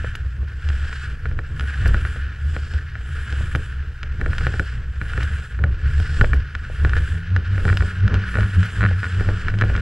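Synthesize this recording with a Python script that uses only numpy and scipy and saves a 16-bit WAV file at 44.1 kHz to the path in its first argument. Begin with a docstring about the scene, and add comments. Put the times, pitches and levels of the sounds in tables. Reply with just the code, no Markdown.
"""First comes the grind and hiss of a ski turn already under way, broken almost at once by a knock.
A skier carries a small camera in a closed plastic case down a firm slope, one carved turn after another.
Wind shakes the mount: wavering sine hums over a rumble of shaped noise. Shaped noise also makes the skis,
louder in each turn. Jolts knock camera and case: short pushes set off fading tones of its air and walls."""
import sys
import numpy as np
from scipy import signal
from scipy.fft import rfft, irfft, next_fast_len
from scipy.io import wavfile
from scipy.ndimage import uniform_filter1d

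SR = 44100
rng = np.random.default_rng(int(sys.argv[2]) if len(sys.argv) > 2 else 0)


def unload_wav(signal):
    """Save mono or channel-first audio to the path in sys.argv[1] as 16-bit WAV at rate SR, clipped to [-1, 1]."""
    wavfile.write(
        sys.argv[1],
        SR,
        np.round(np.clip(np.atleast_2d(signal).T, -1, 1) * 32767).astype(np.int16),
    )


def voltage_ratio(decibels):
    """Convert decibels (scalar or array-like) to amplitude ratios, 20 dB per decade."""
    exponent = np.asarray(decibels, float) / 20
    return 10 ** exponent


N = 432621  # length in samples

# faint hiss of the camera's electronics: pitch_hz, relative level_db
SELF_NOISE = [(4000, -8), (6000, -12), (10300, -16.5), (13300, -10), (14800, -39)]
SELF_NOISE_DB = -77
# thin tones of the camera: pitch_hz, level_db (peak)
WHINE = [(6445, -75), (12890, -78)]

# how fast the mount shakes, which follows speed: start_s, rate_hz
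SHAKE = [(0, 64), (.8, 70), (2.6, 73), (3.4, 73), (4.4, 65), (5.27, 66), (6.1, 74), (6.7, 69), (7.3, 89),
         (8.2, 97), (9.2, 96), (9.81, 100)]
SLOW_SHAKE_HZ = 70
# gusts that set the mount humming: peak_s, hum_db
GUSTS = [(.07, -31), (.28, -31), (.43, -24), (.7, -17.5), (.86, -29), (1.27, -35), (1.4, -33),
         (1.65, -23.5), (1.82, -22), (1.93, -21), (2.03, -25), (2.47, -21), (2.59, -25), (2.76, -23.5),
         (3.15, -25.5), (3.31, -29.5), (3.57, -33), (3.82, -28.5), (4.1, -25), (4.28, -27), (4.47, -30),
         (4.72, -29), (4.99, -25), (5.23, -20), (5.34, -25), (5.69, -22), (5.87, -19), (5.98, -20.5),
         (6.14, -18), (6.33, -15), (6.52, -28), (6.82, -16.5), (6.98, -20.5), (7.16, -20), (7.34, -19.5),
         (7.53, -16.5), (7.7, -15), (7.82, -17), (8.038, -15.5), (8.161, -16.5), (8.421, -16),
         (8.589, -13.5), (8.849, -13), (8.941, -18), (9.15, -22.5), (9.3, -19), (9.549, -20), (9.66, -20.5),
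         (9.78, -23.5)]
GUST_RISE_S, GUST_FALL_S = 0.043, 0.064
# low rumble of the shaken case: pitch_hz, relative level_db (per Hz)
BUFFET = [(15, 1.5), (24, 10), (36, -15), (60, 8), (120, -6), (170, -17.5), (230, -36)]
# higher flapping brought up by speed: pitch_hz, relative level_db (per Hz)
FLAP = [(170, 1.5), (300, -6.5), (450, -7), (800, -25), (1200, -13.5)]
# tones of the mount when it hits its stop: pitch_hz, relative level_db, time to fade by 60 dB_s
MOUNT_MODES = [(193, 1, 0.058), (290, -3.5, .025), (390, -2, .022), (480, -3, .025)]
LULL_HUM_DB, LULL_BUFFET_DB, GUST_BUFFET_DB, JOLT_BUFFET_DB = -37, -28.5, -13, -1
JOLT_RISE_S, JOLT_SWAY_S = 0.04, 0.086
# upper hum: ratio to the shaking rate, limit before its wobble, level outside gusts
UPPER_RATIO, UPPER_TOP_HZ, UPPER_STEADY_DB = 1.88, 191, -42

# ski turns: start_s, end_s, scrape_db at full load, edge hiss_db, spray_db (all before flicker)
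TURNS = [(-.3, 0.143, -35.5, -54.5, -74), (0.626, 1.122, -36, -51.5, -69.5), (1.55, 2.223, -33.5, -51, -64),
         (2.41, 2.81, -40.5, -51.5, -70.5), (3.04, 3.742, -36.5, -51, -63.5), (4.25, 4.749, -35, -51, -68),
         (4.998, 5.526, -34, -51, -64.5), (5.862, 6.347, -34, -48.5, -69), (6.7, 7.213, -35, -52.5, -63),
         (7.544, 7.955, -35, -49, -65.5), (8.245, 8.846, -33.5, -50, -61.5),
         (8.897, 9.505, -35.5, -52.5, -69), (9.59, 10.005, -35.5, -57, -72)]
# tone colour of skis grinding the crust: pitch_hz, relative level_db (per Hz)
SCRAPE = [(530, -49.5), (900, -23), (1130, -17), (1190, -13.5), (1450, 0), (1720, -1), (2020, -13),
          (3020, -14), (3330, -21.5), (5320, -28.5), (6200, -33), (8060, -59)]
# tone colour of the edge hiss: pitch_hz, relative level_db (per Hz)
HISS = [(2600, 8), (3300, 12.5), (4400, -11.5), (5000, 1), (5900, -7), (6800, 1), (7600, 6), (8500, -3),
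        (9300, -5.5)]
# tone colour of thrown spray: pitch_hz, relative level_db (per Hz)
SPRAY = [(8500, -5.5), (9500, -3), (10900, -6.5), (11400, -14.5), (13000, -15), (14500, -29.5)]
# tone colour of the narrower edge fizz: pitch_hz, relative level_db (per Hz)
EDGE = [(3800, -11), (4600, -5.5), (5400, -6), (5800, -17)]
GLIDE_SCRAPE_DB, GLIDE_HISS_DB, GLIDE_SPRAY_DB = -45.5, -67, -79.5
GLIDE_SCRAPE_PER_SPEED, FULL_LOAD_AT = 2.3, 0.41  # dB per dB of speed; share of the turn
EDGE_SET_S, HISS_SET_S, SPRAY_SET_S, EDGE_LIFT_S = 0.31, 0.28, 0.076, 0.17
EDGE_DB, OTHER_SIDE_DB = -5, -16  # fizz against the hiss; added change in turns to the other side

# loose ice chips striking the case: start_s, relative level_db
CHIPS = [(0.155, -38), (1.877, -34), (3.5558, -39.5), (4.384, -43), (5.2323, -38.5), (6.001, -44.5),
         (6.341, -43), (7.771, -39.5), (8.6563, -42.5), (9.6097, -45), (9.647, -47)]
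# tone colour of a chip: pitch_hz, relative level_db (per Hz)
CHIP = [(2500, 4.5), (5000, 2.5), (7500, -5), (9000, -4.5), (12000, -4), (14500, -12.5)]
CHIP_DECAY_S = 0.0045
# hollow knocks on the case wall: start_s, push_db
HOLLOW = [(.044, -22), (3.408, -29.5), (6.2405, -13.5), (6.6992, -29), (8.3853, -16.5), (8.9116, -23.5),
          (9.2884, -16)]
# tones of the flat wall: pitch_hz, relative level_db, time to fade by 60 dB_s
HOLLOW_MODES = [(505, -4, 0.04), (610, -3.5, 0.03), (783, -7.5, 0.02)]
# tone colour of the shuddering walls: pitch_hz, relative level_db (per Hz)
THUD_TAIL = [(200, 1.5), (480, -0.5), (800, -10.5)]
THUD_TAIL_DB, THUD_TAIL_S = -8, 0.021  # against the thud push; decay

# jolts of camera against case, alone or in quick bursts: start_s, ring push_db, thud push_db, tick push_db
KNOCKS = [(0.046, -20, -44, -50), (0.153, -22, -64, -23.5), (0.43, -38, -38.5, -55), (0.689, -29, -51, -23),
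          (0.7019, -20.5, -33.5, -33), (0.9285, -17, -61, -28), (1.256, -16.5, -31, -52),
          (1.3137, -23.5, -32, -56), (1.39, -15, -30, -43), (1.5965, -19.5, -35, -22),
          (1.609, -17, -34, -27), (1.8582, -11, -22, -40), (1.9442, -11, -22.5, -40),
          (2.0509, -14, -35, -43), (2.16, -25, -32.5, -51), (2.565, -14.5, -28.5, -38),
          (2.7374, -42, -38, -27.5), (2.954, -21, -38.5, -43), (3.326, -31, -32, -25),
          (3.5505, -8.5, -22, -28), (3.559, -24, -53, -24.5), (4.0312, -19, -37, -22.5),
          (4.197, -38, -35, -60), (4.2133, -13.5, -25, -35), (4.2611, -13.5, -24, -38),
          (4.332, -14.5, -38, -50), (4.3828, -18.5, -57, -19.5), (4.409, -20, -30, -55),
          (4.468, -9, -22, -31), (4.54, -18, -28, -34), (4.5959, -8, -21.5, -25),
          (5.0145, -13.5, -27.5, -42), (5.135, -18.5, -42, -38), (5.1771, -13.5, -25.5, -53),
          (5.2084, -18, -39, -44), (5.231, -32, -47, -25.5), (5.5903, -23.5, -32.5, -53),
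          (5.6391, -8.5, -21.5, -31), (6.0008, -24, -31, -28), (6.2118, -2, -14.5, -23),
          (6.245, -9, -49, -50), (6.333, -8, -21, -40), (6.5513, -12.5, -37, -25),
          (6.849, -8.5, -20.5, -29), (6.895, -21, -42, -25.5), (6.934, -11.5, -36, -39),
          (6.9663, -15.5, -27, -45.5), (7.3635, -9.5, -29.5, -24.5), (7.5796, -18, -28, -53),
          (7.6528, -13.5, -20, -27), (7.7282, -12.5, -23, -49), (7.7721, -17.5, -57, -14.5),
          (7.8067, -13.5, -48, -48), (7.823, -15.5, -23.5, -45), (8.079, -14.5, -29.5, -23.5),
          (8.1422, -18, -21.5, -20), (8.3424, -16.5, -42, -43), (8.3547, -11.5, -23.5, -42),
          (8.371, -13, -35, -40), (8.386, -14, -35, -45), (8.4073, -15.5, -39, -27), (8.431, -15, -44, -49),
          (8.63, -16.5, -35, -24.5), (8.8389, -7.5, -22.5, -51), (9.198, -18, -36, -36),
          (9.2084, -17, -24.5, -47), (9.289, -15, -21.5, -40), (9.4835, -8.5, -30, -27),
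          (9.54, -19, -31, -63), (9.588, -42, -55, -24.5), (9.6123, -8, -22, -19), (9.621, -6.5, -36, -49),
          (9.638, -14, -23.5, -52), (9.699, -19, -26.5, -47), (9.7523, -13, -31, -47),
          (9.764, -23, -46, -23.5), (9.7784, -18.5, -47, -45)]
# quick runs of chatter at speed: first_s, last_s, ring push_db, thud push_db
RUNS = [(7.68, 7.7, -13.5, -30), (8.808, 8.862, -12.5, -26.5), (9.031, 9.066, -15.5, -31)]
RUN_GAP_S, RUN_SCATTER_DB, RUN_TICK_DB = 0.011, 3, -34.5  # rough gap between blows
# ringing air in the case: pitch_hz, relative level_db, time to fade by 60 dB_s
AIR_MODES = [(1470, -4.5, 0.027), (1726, 0.5, 0.0093), (2270, -17.5, 0.023), (3930, -21, 0.014)]
# dull thud of the walls: pitch_hz, relative level_db, time to fade by 60 dB_s
THUD_MODES = [(121.3, 8, 0.058), (196, 0.5, 0.036), (296, -5, 0.02), (455, -2.5, 0.033), (585, -1, 0.0097),
              (750, 2, 0.012)]
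# hard tick of the contact: pitch_hz, relative level_db, time to fade by 60 dB_s
TICK_MODES = [(2970, 8.5, 0.0025), (3920, -11.5, 0.0066), (4940, -1.5, 0.0035), (6280, -13.5, 0.011),
              (7300, -18.5, .006), (12500, -16.5, .003)]


def curve(table):
    """Draws straight lines between table points, giving each column one value a sample."""
    s, *columns = np.transpose(table)
    return [np.interp(np.arange(N) / SR, s, c) for c in columns]


def unit(x):
    """Scales a signal to rms 1."""
    return x / np.sqrt(np.mean(x ** 2))


def coloured(x, spectrum):
    """Shapes the spectrum through pitch and level points, falling away outside them; rms 1."""
    hz, db = np.transpose(spectrum)
    size = next_fast_len(N)
    log_hz = np.log(np.fft.rfftfreq(size, 1 / SR) + 1)
    outside = np.maximum(np.log(hz[0]) - log_hz, 0) + np.maximum(log_hz - np.log(hz[-1]), 0)
    gain = voltage_ratio(np.interp(log_hz, np.log(hz), db) - 60 * outside)
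    return unit(irfft(rfft(x, size) * gain, size)[:N])


def walk(rate):
    """Wanders at random: levels held about 1 / rate seconds, smoothed twice, with spread 1."""
    hold = int(SR / rate)
    steps = np.repeat(rng.standard_normal(N // hold + 1), hold)
    return unit(uniform_filter1d(uniform_filter1d(steps, hold), hold)[:N])


def ring(push, modes, contact_s):
    """Pushes strike a set of fading tones; a longer contact softens the push and sounds duller."""
    contact = np.hanning(int(contact_s * SR) + 3)
    push = signal.fftconvolve(push, contact / contact.sum())[:N]
    out = 0
    for hz, db, t60 in modes:
        pole = np.exp(2j * np.pi * hz / SR - np.log(1000) / (t60 * SR))
        out = out + voltage_ratio(db) * signal.lfilter([1], [1, -pole], push).imag
    return out


def blows(times, dbs, chance, bounce_s):
    """A push at each time, followed within bounce_s by uneven ones as the parts settle."""
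    push = np.zeros(N)
    at = (np.asarray(times) * SR).astype(int)
    np.add.at(push, at, voltage_ratio(dbs))
    # half of the random columns set the delay, half the size and direction
    for late, size in zip(*np.split(chance.T, 2)):
        bounce_at = np.minimum(at + (late * bounce_s * SR).astype(int), N - 1)
        np.add.at(push, bounce_at, voltage_ratio(dbs) * 0.63 * (size - .5))
    return push


def case(ring_push, thud_push, tick_push):
    """The case answers a blow with its air ring, a dull wall thud and a hard tick."""
    no_bass = signal.butter(3, 1150, "high", fs=SR, output="sos")  # little of the air ring lies below
    air = signal.sosfilt(no_bass, ring(ring_push, AIR_MODES, 0.00027))
    return air + ring(thud_push, THUD_MODES, 0.0014) + ring(tick_push, TICK_MODES, .00014)


def bells(events, rise_s, fall_s):
    """Sums bell-shaped swells, one for each (peak_s, level_db) event."""
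    t = np.arange(N) / SR
    return sum(voltage_ratio(db) * np.exp(-((t - s) / np.where(t < s, rise_s, fall_s)) ** 2) for s, db in events)


def electronics():
    """Two thin, wavering tones of the camera itself, and faint hiss that differs left and right."""
    t = np.arange(N) / SR
    tones = sum(voltage_ratio(db) * np.sin(2 * np.pi * hz * t + 1.5 * walk(150.)) for hz, db in WHINE)
    hiss = np.array([coloured(v, SELF_NOISE) for v in rng.standard_normal((2, N))])
    return tones + voltage_ratio(SELF_NOISE_DB) * hiss


def speed_db():
    """Speed, taken as the shaking rate over its slow value, in dB."""
    return 20 * np.log10(curve(SHAKE)[0] / SLOW_SHAKE_HZ)


def gusts():
    """Each gust of wind swells quickly and fades as a bell."""
    return bells(GUSTS, GUST_RISE_S, GUST_FALL_S)


def jolts():
    """Each thud, and the start of each run, throws the mount, which then sways to rest."""
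    thuds = [(s, db) for s, _, db, _ in KNOCKS] + [(s, db) for s, _, _, db in RUNS]
    return bells(thuds, JOLT_RISE_S, JOLT_SWAY_S)


def wind():
    """The mount shakes unevenly: two hums over gusty rumble; speed brings up a higher flapping."""
    hz, fast_db, blow = curve(SHAKE)[0], speed_db(), gusts()
    gust = walk(13.0)
    phase = 2 * np.pi * np.cumsum(hz * (1 + 0.0557 * walk(25.))) / SR
    hum = np.sin(phase) * voltage_ratio(0.5 * gust + 2.1 * walk(30.))
    swing = (voltage_ratio(LULL_HUM_DB) + blow) * unit(hum)

    upper_hz = np.minimum(UPPER_RATIO * hz, UPPER_TOP_HZ) * (1 + 0.0248 * walk(15.))
    upper_tone = np.sin(2 * np.pi * np.cumsum(upper_hz) / SR)
    upper = voltage_ratio(0.5 * fast_db + 3.6 * walk(13.0)) * upper_tone
    upper = (voltage_ratio(UPPER_STEADY_DB) + voltage_ratio(-22.0) * blow) * upper

    # wide swings meet the stop and ring the mount
    stop_push = np.maximum(swing - voltage_ratio(-20.0), 0) * voltage_ratio(4.6 * walk(60.))
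    stop = voltage_ratio(-46.5 + 2.0 * fast_db) * unit(ring(stop_push, MOUNT_MODES, 0.00042))

    rough = voltage_ratio(0.6 * gust + 2.95 * walk(25.))
    buffet = voltage_ratio(-0.7 * fast_db) * coloured(rng.standard_normal(N) * rough, BUFFET)
    flap = voltage_ratio(-24.5 + 1.9 * fast_db) * coloured(rng.standard_normal(N) * rough, FLAP)
    shaken = voltage_ratio(LULL_BUFFET_DB) + voltage_ratio(GUST_BUFFET_DB) * blow + voltage_ratio(JOLT_BUFFET_DB) * jolts()
    return swing + stop + upper + shaken * (buffet + flap)


def scrape_db():
    """The grind builds to full load within the turn and sinks to a glide that grows with speed."""
    t = np.arange(N) / SR
    glide = GLIDE_SCRAPE_DB + GLIDE_SCRAPE_PER_SPEED * speed_db()
    db = glide
    for start, end, full_db, _, _ in TURNS:
        full_at = start + FULL_LOAD_AT * (end - start)
        load = np.interp(t, [start - EDGE_SET_S / 2, full_at, end + EDGE_SET_S / 2], [0, 1, 0])
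        db = db + load * (full_db - glide)
    return db


def rattle(count=1100):
    """Small loose knocks that follow the roughness under the skis; few stand out."""
    chance = rng.random((count, 8))
    s = chance[:, 0] * (N - 1) / SR
    db = scrape_db()[(s * SR).astype(int)] - 2.2 * np.log(1 - .98 * chance[:, 1])
    push = blows(s, db, chance[:, 2:], 0.00496)
    return case(voltage_ratio(-5.5) * push, voltage_ratio(-9.0) * push, voltage_ratio(-10.0) * push)


def fading_noise(times, dbs, decay_s, colour):
    """Each start sets off a burst of shaped noise that dies away smoothly."""
    push = np.zeros(N)
    push[(times * SR).astype(int)] = voltage_ratio(dbs)
    fade = signal.lfilter([1], [1, -np.exp(-1 / (decay_s * SR))], push)
    return fade * coloured(rng.standard_normal(N), colour)


def chips():
    """Each ice chip that strikes the case is a short bright spit of noise."""
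    s, db = np.transpose(CHIPS)
    return fading_noise(s, db, CHIP_DECAY_S, CHIP)


def hollow():
    """Blows on the flat of the wall ring between thud and air."""
    s, db = np.transpose(HOLLOW)
    return ring(blows(s, db, rng.random((len(s), 4)), 0.00484), HOLLOW_MODES, 0.00086)


def shudder():
    """After each listed thud the walls shudder on for a moment, low and ragged."""
    s, _, db, _ = np.transpose(KNOCKS)
    return fading_noise(s, db + THUD_TAIL_DB, THUD_TAIL_S, THUD_TAIL)


def knocks():
    """Hard jolts and quick runs: ring, thud and tick come in shares that differ from blow to blow."""
    rows = list(KNOCKS)
    for first, last, ring_db, thud_db in RUNS:
        times = np.linspace(first, last, round((last - first) / RUN_GAP_S) + 1)
        scatter = RUN_SCATTER_DB * rng.standard_normal((8, 3))  # enough rows for the longest run
        rows += [(s, *(d + [ring_db, thud_db, RUN_TICK_DB])) for s, d in zip(times, scatter)]
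    s, ring_db, thud_db, tick_db = np.transpose(rows)
    chance = rng.random((len(s), 12))
    ring_push = blows(s, ring_db, chance[:, :6], 0.00313)
    thud_push = blows(s, thud_db, chance, 0.00918)
    tick_push = blows(s, tick_db, chance, .005)
    return case(ring_push, thud_push, tick_push)


def on_edge(column, glide_db, set_s):
    """Level in dB: rises as the edges set, holds through the turn, drops to the glide as they lift."""
    t = np.arange(N) / SR
    db = glide_db
    for turn in TURNS:
        setting = np.clip((t - turn[0]) / set_s + .5, 0, 1)
        lifting = np.clip((turn[1] - t) / EDGE_LIFT_S + .5, 0, 1)
        db = db + setting * lifting * (turn[column] - glide_db)
    return db


def edge_db():
    """Level of the fizz, strong in every other turn, when the case faces the working edge."""
    side_db = np.zeros(N)
    for start, end, *_ in TURNS[::2]:
        side_db[max(int(start * SR), 0):int(end * SR)] = OTHER_SIDE_DB
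    smooth_side_db = uniform_filter1d(side_db, int(EDGE_SET_S * SR))
    return on_edge(column=3, glide_db=GLIDE_HISS_DB, set_s=EDGE_SET_S) + EDGE_DB + smooth_side_db


def skis():
    """Edges grind the crust and chatter; hiss, fizz and thrown spray grow while the skis are on edge."""
    chatter = 0.99 * walk(30.) + 1.74 * walk(90.) + 1.78 * walk(350.)
    hiss_db = on_edge(column=3, glide_db=GLIDE_HISS_DB, set_s=HISS_SET_S)
    spray_db = on_edge(column=4, glide_db=GLIDE_SPRAY_DB, set_s=SPRAY_SET_S)
    # colour, level in dB, share of the chatter, flicker in dB, stereo width
    layers = ((SCRAPE, scrape_db(), .8, 1.0, .03), (HISS, hiss_db, .3, 1.2, .3),
              (SPRAY, spray_db, .3, 1.5, .6), (EDGE, edge_db(), .4, 1.5, .15))
    out = 0
    for colour, db, share, flicker_db, width in layers:
        mid, side = (coloured(v, colour) for v in rng.standard_normal((2, N)))
        flicker = flicker_db * (walk(30.) + 0.95 * walk(9.))
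        # left and right differ a little, most in the treble layers
        stereo = mid + width * side * np.array([[1], [-1]])
        out = out + voltage_ratio(db + share * chatter + flicker) * stereo
    return out


def scene():
    """Adds up all that is heard inside the case."""
    return electronics() + wind() + rattle() + chips() + hollow() + shudder() + knocks() + skis()


def roll_off(x):
    """The treble ends steeply here."""
    return signal.sosfilt(signal.butter(12, 15300, fs=SR, output="sos"), x)


def record(dry):
    """Rounds peaks, closes the end softly, sets left one sample late and draws the bass together."""
    dry = signal.sosfilt(signal.butter(1, 12, "high", fs=SR, output="sos"), dry)
    closing = np.minimum(np.arange(N)[::-1] / 200, 1)  # over the last 200 samples
    dry = np.tanh(dry) * closing
    left, right = np.append(0, dry[0, :-1]), dry[1]
    mid = (left + right) / 2
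    side = (left - right) / 2
    # most of the left-right difference below 800 Hz is taken away
    side = side - 0.9 * signal.sosfiltfilt(signal.butter(2, 800, fs=SR, output="sos"), side)
    return roll_off(np.array([mid + side, mid - side]))


dry = scene()
out = record(dry)
unload_wav(out)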